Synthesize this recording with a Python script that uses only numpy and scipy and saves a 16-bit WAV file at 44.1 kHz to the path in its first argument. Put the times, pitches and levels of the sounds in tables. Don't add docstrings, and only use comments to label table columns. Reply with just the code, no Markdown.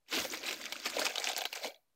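import sys
import numpy as np
from scipy import signal
from scipy.io import wavfile
from scipy.ndimage import uniform_filter1d

SR = 44100
rng = np.random.default_rng(int(sys.argv[2]) if len(sys.argv) > 2 else 0)


def attenuation_scalar(level_db):
    decades = np.asarray(level_db, float) / 20
    return 10 ** decades


def unload_audio(sound):
    columns = np.transpose(np.atleast_2d(sound))
    steps = np.round(np.clip(columns, -1, 1) * 32767)
    wavfile.write(sys.argv[1], SR, steps.astype(np.int16))


N = 85995


def evened(x):
    return x / np.sqrt(np.mean(x ** 2) + 1e-20)


def curve(points):
    return np.interp(np.arange(N) / SR, *np.transpose(points))


def add(mix, s, sound):
    part = mix[round(s * SR):][:len(sound)]
    part += sound[:len(part)]


def resonate(x, hz, width):
    turn = np.exp(2j * np.pi * np.cumsum(hz * np.ones(len(x))) / SR)
    r = np.exp(-np.pi * width / SR)
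    return 2 * (turn * signal.lfilter([1 - r], [1, -r], x / turn)).real


def resonate_twice(x, hz, width, second_width):
    return resonate(resonate(x, hz, width), hz, second_width)


def colour(x, points, below_db):
    f, db = np.transpose(points)
    hz = np.abs(np.fft.fftfreq(4096, 1 / SR)) + 1
    shape_db = np.interp(np.log(hz), np.log(f), db)
    shape_db = shape_db + below_db * np.maximum(np.log2(f[0] / hz), 0)
    log = np.log(attenuation_scalar(shape_db) + 1e-5)
    taps = np.fft.ifft(np.exp(log - 1j * signal.hilbert(log).imag)).real[:2048]
    return signal.oaconvolve(x, taps)[:len(x)]


def grains(per_s, size_db):
    size = attenuation_scalar(size_db * np.minimum(rng.exponential(1, N), 4.2))
    size = size * (rng.random(N) < per_s / SR) * rng.choice([-1., 1.], N)
    kind, out = rng.integers(0, 24, N), np.zeros(N)
    for k, hz in enumerate(np.geomspace(500, 16000, 24)):
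        turns = np.arange(400) * hz / SR
        buckle = np.sin(2 * np.pi * turns) * np.exp(-turns / 2.2) * (1 - np.exp(-turns))
        buckle = buckle / np.linalg.norm(buckle) * np.sqrt(hz)
        out += signal.oaconvolve(size * (kind == k), buckle)[:N]
    return evened(out)


def blips(rows, spread_s):
    out, t = np.zeros(N), np.arange(-1200, 2400) / SR
    shape = np.exp(-(t / np.where(t < 0, 0.9 * spread_s, 1.15 * spread_s)) ** 2)
    for (s, db, hz), (a, b, c, apart) in zip(rows, rng.random((len(rows), 4))):
        low, high = hz * (.9 - .08 * apart), hz * (1.18 - .08 * apart)
        sides = np.sin(2 * np.pi * (low * t + b)) + np.sin(2 * np.pi * (high * t + c))
        tone = np.sin(2 * np.pi * (hz * t + a)) + .4 * sides
        add(out, s + t[0], attenuation_scalar(db) * shape * tone)
    return out


# (time [s], pressure [dB], hollow share [dB], deep share [dB], slide hiss [dB])
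HAND = [(.05, -100, 3, -14, -26), (.09, -58, -23, -11, -15), (0.152, -41, -13.5, -4.5, -15),
        (.28, -50.5, -12, -5, -5), (.41, -52.5, -5.5, -7.5, -17.5), (.5, -47, -13.5, -12.5, -15),
        (.58, -51, -13, -6.5, -13.5), (.825, -51, -13.5, -10.5, -27), (1.0, -43.5, -5, -6.5, -20),
        (1.14, -48, -5, -19, -18), (1.291, -49, -9.5, -17, -24), (1.442, -50.5, -3.5, -23.5, -23),
        (1.503, -58.5, -11.5, -12.5, -10.5), (1.578, -53.5, -6.5, -26.5, -16), (1.67, -47, 0, -5, -11),
        (1.74, -70, 2, -22.5, -6.5), (1.81, -89, 0, -8, 4), (1.869, -105, -4.5, -11.5, 7)]


def hand(column):
    rows = np.array(HAND)
    return curve(rows[:, [0, column]])


# (pitch [Hz], level per Hz [dB])
AIR = [(30, -5), (90, -4), (200, -7), (850, -9), (1300, -12.5), (14000, -19), (15000, -47)]


def garden_air():
    return attenuation_scalar(-85.5) * evened(colour(rng.standard_normal(N), AIR, -15))


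def handling():
    low = evened(resonate_twice(rng.standard_normal(N), 95, 95, 160))
    reach_db = curve([(.16, -14), (.21, 4), (.3, -6.5), (1.08, -11.5), (1.15, -17.5)])
    return low * attenuation_scalar(hand(1) + hand(3) - 9.5 + reach_db)


def pot_tail(x):
    t = np.arange(6000) / SR
    echoes = rng.standard_normal(len(t)) * (rng.random(len(t)) < .1)
    tail = echoes * attenuation_scalar(-60 * t / .035) * (t > .0015)
    return signal.oaconvolve(x, tail / np.linalg.norm(tail))[:N]


# (time [s], peak level [dB])
SPITS = [
    (0.726, -46),
    (.766, -63),
    (1.38, -32.5),
    (1.419, -40),
    (1.454, -40),
    (1.53, -46),
]


def slide(level):
    hiss = rng.standard_normal(N) + .25 * grains(4200, 2.0)
    hiss = evened(resonate_twice(hiss, 14100, 5800, 5800))
    flare = curve([(1.34, 0.74), (1.37, 1.0), (1.57, 0.89), (1.62, 0.43)])
    spit, t = np.zeros(N), np.arange(2000) / SR
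    for s, db in SPITS:
        add(spit, s, attenuation_scalar(db) * np.exp(-t / 0.0028))
    burst = level / attenuation_scalar(hand(1))
    return hiss * (spit + attenuation_scalar(hand(1) + hand(4) - 1) * burst ** flare)


# (time [s], pitch [Hz])
HOLLOW_HZ = [(.8, 580), (1.0, 650), (1.299, 700), (1.7, 626)]
# (time [s], peak level [dB], pitch [Hz])
FLAPS = [(0.131, -43, 490), (0.138, -54, 1120), (0.144, -61, 534), (0.145, -56, 303), (0.145, -47, 740),
         (0.162, -52, 390), (0.176, -40, 415), (0.18, -39, 650), (0.182, -39, 1168), (0.198, -51, 430),
         (0.252, -44, 746), (0.254, -38, 515), (0.321, -40, 343), (0.438, -46.5, 410), (0.507, -46, 368),
         (0.527, -46, 456), (0.858, -45, 444), (0.968, -36, 700), (0.97, -34.5, 544), (0.987, -41, 470),
         (0.99, -38.5, 990), (0.991, -41, 292), (1.0, -38.5, 730), (1.021, -34.5, 648), (1.022, -51, 303),
         (1.055, -46, 690), (1.071, -43, 435), (1.073, -41, 934), (1.075, -49, 647), (1.101, -44.5, 500),
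         (1.245, -48, 680), (1.284, -42, 760), (1.3, -36.5, 745), (1.376, -43, 710), (1.391, -42, 704),
         (1.422, -41, 727), (1.457, -48, 560), (1.458, -49.5, 747), (1.593, -51.5, 670), (1.649, -47, 1000),
         (1.656, -39, 624), (1.699, -49, 596), (1.718, -55.5, 640), (1.732, -64, 635)]
# (time [s], peak level [dB], pitch [Hz])
RING_OUT = [
    (1.752, -60.5, 660),
    (1.766, -66.5, 646),
    (1.786, -74, 643),
]


def hollow(level):
    burst = level / attenuation_scalar(hand(1))
    tone = resonate_twice(grains(900, 2.0), curve(HOLLOW_HZ), 276, 552)
    under = resonate_twice(grains(900, 2.2), 410, 140, 290)
    deep = resonate_twice(rng.standard_normal(N), 269.4, 145, 290)
    boom = evened(evened(tone) + attenuation_scalar(-8.5) * evened(under))
    out = boom * attenuation_scalar(hand(1) + hand(2) - 1.5) * burst ** 1.12
    out += evened(deep) * attenuation_scalar(hand(1) + hand(3) - 5.5) * uniform_filter1d(burst, 600) ** 0.85
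    out = signal.sosfilt(signal.butter(6, 830, fs=SR, output="sos"), out)
    return out + attenuation_scalar(0.5) * blips(FLAPS + RING_OUT, 0.0067)


def patchy(x):
    z = signal.stft(x, nperseg=256)[2]
    field = uniform_filter1d(rng.standard_normal(z.shape), size=6, axis=0)
    field = evened(uniform_filter1d(field, size=8, axis=1))
    return evened(signal.istft(z * attenuation_scalar(1.5 * field), nperseg=256)[1][:N])


# (time [s], peak level [dB], pitch [Hz], swarm length [s])
SNAPS = [(0.0852, -51, 2800, 0.0023), (0.1271, -30, 2300, 0.0066), (0.1512, -36, 3400, 0.0018),
         (0.187, -31.5, 2120, 0.007), (0.3375, -29.5, 2100, 0.02), (0.3732, -32.5, 4630, 0.0046),
         (0.4895, -27, 3950, 0.0067), (0.5102, -29, 2160, 0.011), (0.5289, -28.5, 3930, 0.011),
         (0.6405, -34, 1940, 0.0024), (0.7241, -24.5, 3840, 0.0046), (0.7651, -35.5, 2660, 0.0043),
         (0.8002, -33, 4660, 0.0013), (1.066, -23, 2380, 0.006), (1.0705, -38, 2680, 0.0037),
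         (1.1579, -27, 3120, 0.0028), (1.182, -24, 3820, 0.0048), (1.1987, -29, 6430, 0.0057),
         (1.2429, -25.5, 4900, 0.00086), (1.2724, -26.5, 2340, 0.0054), (1.3164, -30.5, 3300, 0.0057),
         (1.3329, -27.5, 3600, 0.0017), (1.3648, -24, 5070, 0.00083), (1.3778, -24, 6500, 0.002),
         (1.4089, -27, 3200, 0.0036), (1.4179, -28, 3200, 0.0051), (1.4392, -33, 2260, 0.0021),
         (1.4539, -25, 3130, 0.0062)]
# (time [s], peak level [dB], pitch [Hz], swarm length [s])
LAST = [
    (1.529, -26.5, 2940, 0.0046),
]
# (time [s], peak level [dB], pitch [Hz], swarm length [s])
FOLDS = [(0.1191, -28.5, 2450, 0.0081), (0.1425, -26, 2610, 0.013), (0.1679, -21.5, 3460, 0.03),
         (0.2007, -29, 2540, 0.011), (0.2219, -29.5, 5000, 0.01), (0.2435, -29.5, 5230, 0.0051),
         (0.253, -27, 4230, 0.011), (0.324, -26.5, 4800, 0.0065), (0.4382, -29.5, 2420, 0.013),
         (0.4637, -27, 4000, 0.0072), (0.4801, -23.5, 3760, 0.011), (0.6140, -28.5, 2170, 0.002),
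         (0.619, -31.5, 4500, 0.0039), (0.6563, -26, 2450, 0.0073), (0.8588, -27, 2600, 0.0094),
         (0.8665, -19.5, 2410, 0.011), (0.9009, -25, 4870, 0.0052), (0.9498, -36.5, 2220, 0.0035),
         (0.9691, -26, 3520, 0.014), (0.9955, -19, 6650, 0.0037), (1.0175, -22.5, 4040, 0.015),
         (1.0551, -16.5, 4670, 0.007), (1.0991, -29, 4440, 0.0091), (1.1759, -27, 2570, 0.0023),
         (1.2211, -29.5, 2300, 0.011), (1.258, -25.5, 4570, 0.019), (1.2901, -21.5, 5500, 0.0028),
         (1.298, -24.5, 3800, 0.015)]
# (time [s], peak level [dB], pitch [Hz], swarm length [s])
PATS = [
    (1.3722, -23.5, 5670, 0.0035),
    (1.3894, -23, 3800, 0.0071),
    (1.5574, -24.5, 6100, 0.0055),
    (1.577, -31, 2560, 0.014),
    (1.6346, -31, 3700, 0.0063),
    (1.649, -25.5, 3900, 0.01),
    (1.672, -28.5, 3900, 0.006),
]


def creases(raw):
    rings, ticks, swarm = np.zeros((3, N))
    t = np.arange(4500) / SR
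    lead_s, ring_cycles = .04, 2.63
    late = t - lead_s
    # (creases, ring [dB], swarm [dB], rise time as a share of the fall time)
    kinds = (SNAPS + LAST, -1, -7, .22), (FOLDS + PATS, -8, -12.5, 0.98)
    for rows, ring_db, swarm_db, rise in kinds:
        for s, db, hz, spread in rows:
            u = t * hz / ring_cycles
            start = s - ring_cycles / hz / 2
            add(rings, start, attenuation_scalar(db + ring_db) * np.sin(2 * np.pi * hz * t) * 2 * u * np.exp(1 - 2 * u))
            add(ticks, start, attenuation_scalar(db + ring_db + 2.5) * np.exp(-t / .0004) * rng.standard_normal(len(t)))
            swell = np.exp(np.where(late > 0, -late, late / rise) / max(spread, .001))
            shape = attenuation_scalar(db + swarm_db) * swell
            part = raw[round(s * SR):][:len(t)]
            tint = evened(resonate_twice(part, hz, 0.64 * hz, 1.28 * hz))
            add(swarm, s - lead_s, shape)
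            add(rings, s - lead_s, attenuation_scalar(-5) * shape * tint)
    return rings, ticks, swarm


# (pitch [Hz], level
# per Hz [dB])
HEARD_COLOUR = [(530, -20), (900, -8), (1330, -4.5), (2260, -3), (6740, -7.5), (8700, -15), (9500, -26.5),
                (14600, -17.5), (16300, -35.5)]
# (pitch [Hz], width [Hz], level [dB])
WALL = [(1595, 100, -2), (2300, 118, 9), (3400, 250, -16.5), (4250, 400, 8), (6700, 1300, -15.5)]
# (time [s], share [0 to 1])
DEPTH = [(0.899, 0.35), (1.65, 0.46), (1.73, 0.6)]
# (time [s], peak level [dB], pitch [Hz])
PINGS = [(.065, -69, 2387), (.088, -54, 5330), (.135, -39, 2600), (.140, -31.5, 4280), (.152, -34, 4600),
         (.152, -37, 5730), (.161, -34, 2530), (.179, -38, 2620), (.302, -37, 5870), (.313, -39, 7000),
         (.362, -46, 4943), (.457, -34, 2360), (.481, -49, 5340), (.486, -33, 2530), (.545, -48, 3900),
         (.633, -44, 4600), (.666, -38, 2280), (.757, -41, 1430), (.859, -34, 5230), (.867, -38, 5400),
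         (.936, -39, 2460), (.986, -31, 2230), (.994, -35, 3380), (.995, -31.5, 4400), (1.018, -32, 1580),
         (1.050, -39, 6500), (1.067, -32.5, 5050), (1.158, -31.5, 3010), (1.182, -27.5, 3760),
         (1.243, -36.5, 6780), (1.273, -29.5, 2890), (1.351, -40, 2650), (1.455, -31, 3900),
         (1.540, -41.5, 2430), (1.648, -39, 4800), (1.648, -37, 2170), (1.660, -39, 2950),
         (1.708, -52, 3230), (1.746, -61, 2300), (1.746, -53, 3400), (1.746, -62, 5970), (1.762, -65, 2300),
         (1.762, -58.5, 3960)]


def film():
    raw = patchy(grains(5500, 3.6) + .45 * rng.standard_normal(N))
    rings, ticks, swarm = creases(raw[::-1])
    scale = np.sqrt(np.mean(colour(raw, HEARD_COLOUR, 5.04) ** 2))
    level = np.hypot(attenuation_scalar(hand(1) + 4), swarm)
    drive = colour(raw * level + ticks, HEARD_COLOUR, -8.5) / scale
    wall = np.zeros(N)
    for k, (hz, width, db) in enumerate(WALL):
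        wall += (-1) ** k * attenuation_scalar(db) * resonate_twice(drive, hz, width, 2 * width)
    share = np.clip(curve(DEPTH), 0, 1)
    crackle = (1 - share) * drive + share * attenuation_scalar(2.5) * wall
    return rings + attenuation_scalar(0.5) * blips(PINGS, 0.002) + crackle, level


def scene():
    sheet, level = film()
    near = sheet + hollow(level) + slide(level)
    near = near + attenuation_scalar(-13) * pot_tail(near)
    near = signal.sosfilt(signal.butter(6, 200, "high", fs=SR, output="sos"), near)
    return (near + handling() + garden_air())[None]


def roll_off(x):
    return signal.sosfilt(signal.butter(12, 16480, fs=SR, output="sos"), x)


def record(dry):
    edge = signal.firwin(401, 15850, window=("kaiser", 9), fs=SR)
    mix = signal.oaconvolve(dry, edge[None], "same") - 1e-4
    return roll_off(mix)


dry = scene()
out = record(dry)
unload_audio(out)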